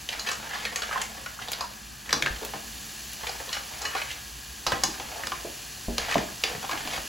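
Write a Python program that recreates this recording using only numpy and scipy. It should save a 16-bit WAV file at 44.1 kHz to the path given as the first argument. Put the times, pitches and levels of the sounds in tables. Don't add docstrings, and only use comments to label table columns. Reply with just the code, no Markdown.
import sys
import numpy as np
from scipy import signal
from scipy.fft import rfft, irfft
from scipy.io import wavfile
from scipy.ndimage import map_coordinates

SR = 44100
rng = np.random.default_rng(int(sys.argv[2]) if len(sys.argv) > 2 else 0)


def pcm_store(signal):
    levels = np.round(np.clip(np.atleast_2d(signal), -1, 1) * 32767)
    wavfile.write(sys.argv[1], SR, levels.astype(np.int16).T)


N = 312210
NOW = np.arange(N) / SR
T = np.arange(SR // 2) / SR


def amp(db):
    return 10 ** (np.asarray(db) / 20)


def evened(x):
    return x / np.sqrt(np.mean(x ** 2) + 1e-20)


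def struck(x):
    return x / np.sqrt(np.sum(x ** 2) / (.004 * SR) + 1e-20)


def read(points, hz):
    f, value = np.transpose(points)
    return np.interp(np.log(hz + 1), np.log(f + 1), value)


def colour(x, points):
    gain = amp(read(points, np.fft.rfftfreq(N, 1 / SR)))
    return irfft(rfft(x) * gain, N)


def band(x, hz, octaves, order=1):
    edges = np.clip([hz / 2 ** (octaves / 2), hz * 2 ** (octaves / 2)], 10, SR / 2 - 10)
    return signal.sosfilt(signal.butter(order, edges, "band", fs=SR, output="sos"), x)


def low_cut(x, hz):
    return signal.sosfilt(signal.butter(2, hz, "high", fs=SR, output="sos"), x)


def add(mix, s, sound):
    part = mix[max(round(s * SR), 0):][:len(sound)]
    part += sound[:len(part)]


def grains(per_s, spread_db):
    size = amp(spread_db * np.minimum(rng.exponential(1, N), 5))
    sign = rng.choice([-1, 1], N)
    return size * sign * (rng.random(N) < per_s / SR)


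def chatter(t60, first):
    late = np.hypot(T, .003)
    push = evened(rng.standard_normal(len(T)) * amp(-60 * late / max(t60, .003)))
    return push + first * np.sqrt(len(T)) * (T == 0)


def ring(modes, scatter_db):
    out = np.zeros(len(T))
    for hz, db, t60 in modes:
        sign = rng.choice([-1, 1])
        decay = amp(db + scatter_db * rng.standard_normal() - 60 * T / t60)
        tuned_hz = hz * (1 + .003 * rng.standard_normal())
        out += sign * decay * np.sin(2 * np.pi * tuned_hz * T)
    return struck(out)


def answer(modes, pitches, reach):
    driven = []
    for f, db, t60 in modes:
        power = sum(amp(push_db) ** 2 / (1 + (np.log2(f / hz) / reach) ** 2) for hz, push_db in pitches)
        driven.append((f, db + 10 * np.log10(power), t60))
    return ring(driven, scatter_db=2)


FLESH_HZ, FLESH_DB, FLESH_DB_PER_OCTAVE = 565, -10.5, -3


def shell(hollow_hz, edge_hz, edge_db, t60):
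    hollow = low_cut(band(chatter(t60, first=0.83), hollow_hz, octaves=0.69), hz=360)
    edge = band(chatter(t60 * 0.28, first=0.13), edge_hz, octaves=0.44)
    edge = band(edge, hz=4830, octaves=5.2)
    body = band(chatter(t60=0.018, first=0.055), FLESH_HZ, octaves=0.49, order=2)
    body_db = FLESH_DB + FLESH_DB_PER_OCTAVE * np.log2(hollow_hz / 1000)
    return struck(hollow) + amp(edge_db) * struck(edge) + amp(body_db) * struck(body)


# (time [s], level [dB], hollow pitch [Hz],
# edge pitch [Hz], edge against hollow [dB], chatter t60 [s], pan ring against clack [dB])
LANDINGS = [(2.093, -25, 1790, 4330, -7, 0.036, -7.5), (2.107, -27, 1800, 3700, 0, 0.033, -4),
            (2.1282, -13.5, 1330, 4570, 2.5, 0.039, -6.5), (2.224, -13.5, 2100, 3830, -6, 0.0038, -29),
            (2.261, -18.5, 1490, 2600, -2, 0.026, -6), (2.537, -24, 800, 3250, -15, 0.16, -5.5),
            (4.666, -15.5, 930, 4200, 1.5, 0.13, -11), (4.7202, -13, 1020, 3400, -11.5, 0.035, -5),
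            (4.836, -18, 930, 5340, 8, 0.035, -6), (4.999, -26.5, 750, 3430, -2.5, 0.029, -8),
            (5.236, -25.5, 1680, 4610, -19, .0054, -5), (5.27, -25, 1280, 3480, 3.5, 0.018, -12),
            (5.319, -26, 1150, 2870, -5.5, 0.037, -0.5), (5.9818, -16, 2810, 5100, -1.5, 0.0045, -12.5),
            (6.031, -35, 1900, 2300, -8, 0.017, -13), (6.049, -30, 2100, 3100, 0, .02, -7),
            (6.092, -26.5, 1500, 2900, -8, .025, -4), (6.113, -29.5, 1300, 2200, 2, 0.033, 1),
            (6.1438, -19.5, 2120, 2760, -10, 0.0035, -12), (6.1808, -22, 1920, 4600, -7.5, 0.011, -4),
            (6.4377, -13, 2600, 4700, -1.5, 0.014, -9), (6.694, -24.5, 1080, 3250, -6, .012, -5),
            (6.713, -28.5, 1100, 3300, 0, 0.013, -4), (6.731, -24, 890, 1900, -14, 0.0072, -9),
            (6.755, -27.5, 750, 1600, -7, .012, -10), (6.771, -37, 1100, 2000, -9, .008, -12),
            (6.875, -28, 830, 2100, 0, 0.0094, -14), (6.978, -26, 900, 2400, -7, .012, -11)]
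# (pitch [Hz], level [dB], t60 [s])
PAN_MODES = [(775, 4, .16), (1045, 4, .16), (1255, 2, .16), (1598, 0, .14), (1787, 0, .5), (2240, 0, .1),
             (2590, -3, .12), (2885, 2.5, .22), (3493, -1, .22), (4090, -1, .14), (4842, 3, .26),
             (5395, -1, .14), (6010, 1, .24), (6360, -4, .16), (6950, -1, .18)]
FOOD_DAMPING_S = .055
THUD_DB, THUD_DB_PER_OCTAVE, THUD_DELAY_S = -13, -5.5, 0.00713


def drops():
    clacks, rings = np.zeros((2, N))
    for s, db, hollow_hz, edge_hz, edge_db, t60, ring_db in LANDINGS:
        add(clacks, s, amp(db) * shell(hollow_hz, edge_hz, edge_db, t60))
        thud_db = db + THUD_DB + THUD_DB_PER_OCTAVE * np.log2(hollow_hz / 1000)
        add(clacks, s + THUD_DELAY_S, amp(thud_db) * thud())
        metal = answer(PAN_MODES, [(hollow_hz, 0), (edge_hz, edge_db)], reach=0.4)
        metal = metal * np.exp(-T / FOOD_DAMPING_S)
        add(rings, s, amp(db + ring_db) * np.hypot(1, amp(edge_db)) * metal)
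    return amp(-6.3) * clacks, amp(-0.5) * rings


# (pitch [Hz], level [dB], t60 [s])
GRATE_MODES = [(55, 1.5, .7), (137, 3, 0.44), (196.5, 4.5, 0.61), (230.7, 7, 0.31), (306, 5.5, 0.49),
               (356, 8.5, 0.22), (412, -0.5, 0.28), (589, -2, 0.12)]
GRATE_DAMPING_S = 0.073


def thud():
    rocking = struck(ring(GRATE_MODES, scatter_db=2) * np.exp(-T / GRATE_DAMPING_S))
    puff = struck(band(chatter(t60=0.054, first=0.11), hz=189, octaves=4.1, order=2))
    return amp(2.5) * rocking + amp(1.5) * puff


# (time [s], level [dB], pitch [Hz], t60 of the blow [s], grate ring against blow [dB])
SOFT_BLOWS = [(2.163, -29, 283, 0.1, -6), (2.283, -40, 413, .06, -8), (2.302, -37, 62, 0.18, 10),
              (2.42, -30.5, 338, 0.059, -8), (4.885, -35, 246, 0.21, -4), (5.448, -32, 520, 0.14, 0.5),
              (5.881, -42, 54, .1, 18), (5.8833, -40, 224, .04, 17), (5.884, -28, 455, 0.15, -4.5),
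              (5.982, -33, 590, 0.04, -9), (6.164, -23, 380, 0.18, -1.5), (6.166, -37, 128, .1, 13),
              (6.551, -35.5, 160, 0.25, -4), (6.854, -35, 220, 0.083, -2)]


def knocks():
    bumps, rings = np.zeros((2, N))
    for s, db, hz, t60, ring_db in SOFT_BLOWS:
        add(bumps, s, amp(db) * struck(band(chatter(t60, first=0.69), hz, octaves=1.0, order=2)))
        rocking = answer(GRATE_MODES, [(hz, 0)], reach=.11) * np.exp(-T / GRATE_DAMPING_S)
        add(rings, s, amp(db + ring_db) * struck(rocking))
    return bumps, rings


# (time [s], level [dB], starting pitch [Hz], t60 [s])
ROUND_NOTES = [(.653, -26, 2180, 0.026), (.668, -30, 1830, .06), (.911, -27, 1254, 0.036),
               (.958, -21, 1037, 0.067), (1.39, -34, 1390, 0.024), (1.608, -25.5, 1030, 0.077),
               (1.639, -31, 970, 0.071), (2.261, -26.5, 1490, 0.0078), (2.2705, -22.5, 1690, 0.017),
               (3.234, -35, 877, 0.063), (3.952, -27, 787, 0.089), (3.956, -30, 1194, 0.058),
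               (5.32, -28.5, 1150, 0.037), (5.982, -33, 1190, 0.032), (6.156, -13.5, 680, 0.018),
               (6.642, -29.5, 793, 0.055)]
TOCK_RISE_S, TOCK_GLIDE_PER_S = .0008, .8
TOCK_ROUGH, TOCK_FLUTTER_HZ = .55, 260


def tocks():
    out = np.zeros(N)
    slow_only = signal.butter(2, TOCK_FLUTTER_HZ, fs=SR, output="sos")
    for s, db, hz, t60 in ROUND_NOTES:
        flutter = TOCK_ROUGH * evened(signal.sosfilt(slow_only, rng.standard_normal(len(T))))
        note = np.sin(2 * np.pi * hz * (T + TOCK_GLIDE_PER_S * T ** 2 / 2) + flutter)
        envelope = (1 - np.exp(-T / TOCK_RISE_S)) * amp(-60 * T / t60)
        add(out, s, amp(db) * struck(note * envelope))
    return out


# (time [s], level [dB], hollow pitch [Hz], edge pitch [Hz],
# edge against hollow [dB], bowl ring against clack [dB])
BOWL_KNOCKS = [(.089, -25, 2940, 4130, -6, -18), (0.195, -47, 1800, 5000, 18, 3.5),
               (.271, -26, 1500, 2900, -4, -13), (.288, -26, 1150, 3600, 1.5, -13),
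               (0.315, -30, 1300, 6580, 1.5, -1.5), (0.652, -24.5, 2120, 4100, -4.5, -18),
               (.759, -25, 2120, 6800, 2, -10), (0.82, -27.5, 1600, 3670, 0, -13),
               (.832, -28, 1410, 3460, -11, -13), (0.928, -26.5, 1600, 2600, -22, -20),
               (0.977, -25.5, 1290, 3540, -15, -23), (1.016, -27, 2250, 6750, 1.5, -8),
               (1.261, -30.5, 1470, 2900, -8, -5), (1.484, -35, 820, 3470, 4.5, -9),
               (1.532, -32, 1760, 4000, 6, -10), (1.608, -29, 925, 4800, 2, -19),
               (3.235, -32, 870, 2600, -13, -5), (3.269, -25.5, 2200, 3300, -14, -20),
               (3.293, -32.5, 700, 4440, 0.5, -2), (3.401, -33, 810, 2600, -15, -18),
               (3.491, -37, 1000, 3600, 4, -19), (3.529, -32, 2100, 4400, 6.5, 1),
               (3.568, -28.5, 1190, 2400, -11, -18), (3.818, -38.5, 1100, 5800, 9, -6),
               (3.853, -27, 1640, 4050, -4, 4), (3.951, -24, 870, 2400, -7, -18),
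               (3.974, -31.5, 2300, 4000, -5, -12), (4.017, -25.5, 2230, 2680, -15, -25),
               (4.113, -32.5, 2700, 3700, -4, -14)]
# (pitch [Hz], level [dB], t60 [s])
BOWL_TONES = [(825, -3, .1), (1068, 1, .16), (1243, -3, .12), (1894, -2, .17), (2293, -5, .12),
              (2927, 1, .22), (4140, 2, .15), (5507, -2, .15), (6524, -2, .14), (7035, -2, .17),
              (8000, -7, .09)]
BOWL_CHATTER_S, BOWL_RING_DB = 0.035, -2


def bowl():
    clacks, pings = np.zeros((2, N))
    for s, db, hollow_hz, edge_hz, edge_db, ring_db in BOWL_KNOCKS:
        add(clacks, s, amp(db) * shell(hollow_hz, edge_hz, edge_db, BOWL_CHATTER_S))
        ping = answer(BOWL_TONES, [(hollow_hz, 0), (edge_hz, edge_db)], reach=0.45)
        add(pings, s, amp(db + ring_db) * np.hypot(1, amp(edge_db)) * ping)
    return amp(-4.0) * clacks, amp(BOWL_RING_DB) * pings


# (time when strongest [s], build-up [s], level [dB], pitch [Hz], glide [octaves per s])
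DRAGS = [(0.13, .008, -32.5, 2000, -55.5), (.285, 0.023, -31.5, 2020, 0.5), (0.545, 0.06, -37, 1250, -4.5),
         (0.656, 0.17, -41.5, 2130, -6), (.951, 0.063, -36, 1210, -9), (3.55, 0.022, -32.5, 1720, -12),
         (3.84, 0.033, -36.5, 905, 0), (3.99, 0.081, -37, 1600, 0.5), (4.108, 0.051, -41.5, 2500, 10),
         (5.2, 0.089, -43, 800, 4.5), (6.04, 0.025, -42, 2200, 0), (6.129, 0.051, -32, 1960, 0.5),
         (6.53, 0.038, -43.5, 494, -0.5), (6.955, 0.066, -35, 2170, -5)]
SCRAPE_OCTAVES, SCRAPE_SWING_OCTAVES = 0.99, 0.96


def scrapes():
    out = np.zeros(N)
    for s, build, db, hz, glide in DRAGS:
        t = T - min(s, .3)
        slips = rng.standard_normal(len(t)) * (rng.random(len(t)) < 1200 / SR)
        pressure = np.exp(-(t / np.where(t < 0, build, .018)) ** 2)
        rasp = low_cut(band(slips, hz, SCRAPE_OCTAVES), hz=382)
        speed = 2 ** np.clip(glide * t, -SCRAPE_SWING_OCTAVES, SCRAPE_SWING_OCTAVES)
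        glided = map_coordinates(rasp, [np.cumsum(speed)], mode="wrap")
        add(out, s + t[0], amp(db - 3) * pressure * evened(glided))
    return out


# (start [s], end [s], level [dB])
HAND_MOVES = [(0.085, 1.142, -44), (1.367, 1.597, -41.5), (2.052, 2.44, -44), (3.188, 4.1, -46.5),
              (4.673, 5.378, -46), (5.97, 6.18, -36), (6.425, 6.645, -40), (6.70, 6.943, -39)]
MOVE_ATTACK_S, MOVE_RELEASE_S = 0.0097, 0.077


def motion():
    strength = np.zeros(N)
    for start, end, db in HAND_MOVES:
        rise = np.clip((NOW - start) / MOVE_ATTACK_S, 0, 1)
        settle = np.exp(-np.maximum(NOW - end, 0) / MOVE_RELEASE_S)
        strength += amp(db) * rise * settle
    return strength


JOSTLES_PER_S, JOSTLE_DB, JOSTLE_SPREAD_DB = 36, 0.5, 3
JOSTLE_HOLLOW_HZ, JOSTLE_EDGE_HZ, JOSTLE_OCTAVES = 1150, 2700, 0.53


def jostles(count=260):
    out, strength = np.zeros(N), motion()
    times = np.cumsum(rng.exponential(1 / JOSTLES_PER_S, count))
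    for s, (size, hollow, edge) in zip(times, rng.standard_normal((count, 3)).clip(-2, 2)):
        if s < NOW[-1]:
            hollow_hz = JOSTLE_HOLLOW_HZ * 2 ** (JOSTLE_OCTAVES * hollow)
            edge_hz = JOSTLE_EDGE_HZ * 2 ** (JOSTLE_OCTAVES * edge)
            clack = shell(hollow_hz, edge_hz, edge_db=-4.0, t60=0.046)
            gain = amp(JOSTLE_DB + JOSTLE_SPREAD_DB * np.tanh(size))
            add(out, s, strength[int(s * SR)] * gain * clack)
    return out


# (frequency [Hz], level [dB])
HOLLOW_RUB = [(150, -4.5), (400, -9.5), (650, -1), (1050, -1.5), (1500, -4), (2500, -4.5), (6000, -14),
              (16000, -50)]
# (frequency [Hz], level [dB])
EDGE_GRIT = [(300, -31), (1200, -21), (2100, 4), (3200, 36), (6000, -6), (9000, -1), (16000, -22)]
GRIT_DB = -23


def sliding():
    slips = grains(per_s=2500, spread_db=6.0)
    hollow = evened(colour(slips, HOLLOW_RUB))
    edges = evened(colour(slips + grains(per_s=2700, spread_db=-3.0), EDGE_GRIT))
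    return amp(-7.5) * motion() * (hollow + amp(GRIT_DB) * edges)


# (time [s], size of the swell [dB])
OIL_SWELLS = [(2.15, 3.5), (5.95, 1), (6.55, 1.5)]
SWELL_S, FADE_S = 0.33, 10
FRY_DB = -43
LULLS_S, LULL_DB, LULL_WIDTH_S = [1.86, 4.45], -2, 0.44


def frying_db():
    db = FRY_DB + sum(LULL_DB * np.exp(-((NOW - s) / LULL_WIDTH_S) ** 2) for s in LULLS_S)
    for s, rise_db in OIL_SWELLS:
        age = np.maximum(NOW - s, 0)
        db = db + rise_db * (1 - np.exp(-age / SWELL_S)) * np.exp(-age / FADE_S)
    return db


# (time [s], level [dB])
OIL_SPITS = [(1.5187, -20.5), (2.45, -25), (3.133, -29)]
# (frequency [Hz], level [dB])
SIZZLE_TONE = [(150, -3), (500, -4.5), (800, -0.5), (1200, -7), (2200, 1), (4000, 1.5), (7000, 1.5),
               (9000, -1.5), (11000, -2), (13000, -3.5), (15800, -6)]


def sizzle():
    bubbles = grains(per_s=14000, spread_db=2.5)
    out = amp(frying_db()) * evened(colour(bubbles, SIZZLE_TONE))
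    for s, spit_db in OIL_SPITS:
        spit = low_cut(chatter(t60=0.058, first=1.0), hz=2400)
        add(out, s, amp(spit_db - 3.5) * struck(spit))
    return out


# (frequency [Hz], level [dB])
FLAME_TONE = [(20, -26), (36, -19), (54, 11.5), (75, 1), (95, -7), (130, 3), (170, -8), (230, -17.5),
              (300, -8), (500, -26), (1200, -11), (4000, -83)]
HUM_DB, HUM_UNTIL_S, HUM_FADE_S, HUM_DROP_DB = -52.5, 2.85, 0.69, -8


def hob():
    rumble, jet, drone = rng.standard_normal((3, 2, N))
    flame = amp(-48.0) * evened(colour(rumble, FLAME_TONE))
    singing = amp(-53.5) * evened(band(jet + 0.24 * jet[::-1], hz=1680, octaves=0.097))
    hum_db = HUM_DB + HUM_DROP_DB * np.clip((NOW - HUM_UNTIL_S) / HUM_FADE_S, 0, 1)
    hum = amp(hum_db) * evened(band(drone, hz=212.5, octaves=0.15, order=2))
    return flame + singing + hum


# (frequency [Hz], t60 [s])
KITCHEN_DECAY = [(150, 0.58), (400, 0.4), (1000, 0.35), (3000, 0.31), (7000, 0.35), (15000, 0.21)]


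def kitchen(x, wet_db, early_db):
    taps = rng.standard_normal((2, len(T))) * (1 - np.exp(-T / 0.0044))
    hz, t, z = signal.stft(taps, SR, nperseg=256)
    fading = z * amp(-60 * t / read(KITCHEN_DECAY, hz)[:, None])
    tail = signal.istft(fading, SR, nperseg=256)[1][:, :len(T)]
    early = rng.standard_normal((2, len(T))) * (T > .0005) * np.exp(-T / .004)
    echoes = amp(wet_db) * tail / np.linalg.norm(tail[0])
    echoes = echoes + amp(early_db) * early / np.linalg.norm(early[0])
    return x + signal.fftconvolve(x[None], echoes, axes=1)[:, :N]


def roaming(x, wet_db, early_db, count=5):
    turn = NOW / .09
    out = x
    for k in range(count):
        share = np.maximum(1 - abs((turn - k) % count - 1), 0)
        part = x * np.sqrt(share)
        out = out + kitchen(part, wet_db, early_db) - part
    return out


def narrowed(pair, points):
    mid = (pair[0] + pair[1]) / 2
    side = colour((pair[0] - pair[1]) / 2, points)
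    return np.array([mid + side, mid - side])


# (frequency [Hz], gain of the channel difference [dB])
SIZZLE_WIDTH = [(300, 13.5), (1700, 2), (2300, -19), (16000, -5)]


def scene():
    landings, pan_rings = drops()
    bumps, grate_rings = knocks()
    clacks, pings = bowl()
    pan = roaming(landings + bumps, wet_db=-2.5, early_db=-3)
    shells = roaming(clacks + jostles() + sliding() + scrapes(), wet_db=2.0, early_db=2.0)
    notes = roaming(tocks() + pan_rings + grate_rings + pings, wet_db=-6, early_db=-10)
    oil = narrowed(kitchen(sizzle(), wet_db=-12.0, early_db=-9.0), SIZZLE_WIDTH)
    return pan + shells + notes + oil + hob()


# (frequency [Hz], gain of the channel difference [dB])
STEREO_WIDTH = [(60, -21), (160, -14), (330, -7), (800, -1), (1400, 0), (1900, -4.5), (2500, -32),
                (3200, -76), (3800, -65), (6000, -71), (16000, -21)]
LAG_ABOVE_HZ, LAG_S, IN_PHASE_HZ = 7400, .000236, 11150
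EDGE_HZ = 15900


def record(dry):
    left, right = narrowed(dry, STEREO_WIDTH)
    hz = np.fft.rfftfreq(N, 1 / SR)
    lag_cycles = LAG_S * (hz - IN_PHASE_HZ) * (hz > LAG_ABOVE_HZ)
    right = irfft(rfft(right) * np.exp(-2j * np.pi * lag_cycles), N)
    rounded = .6 * np.tanh(np.array([left, right]) / .6)
    low_pass = signal.firwin(511, EDGE_HZ, window=("kaiser", 9), fs=SR)
    return signal.oaconvolve(rounded, low_pass[None], "same")


dry = scene()
out = record(dry)
pcm_store(out)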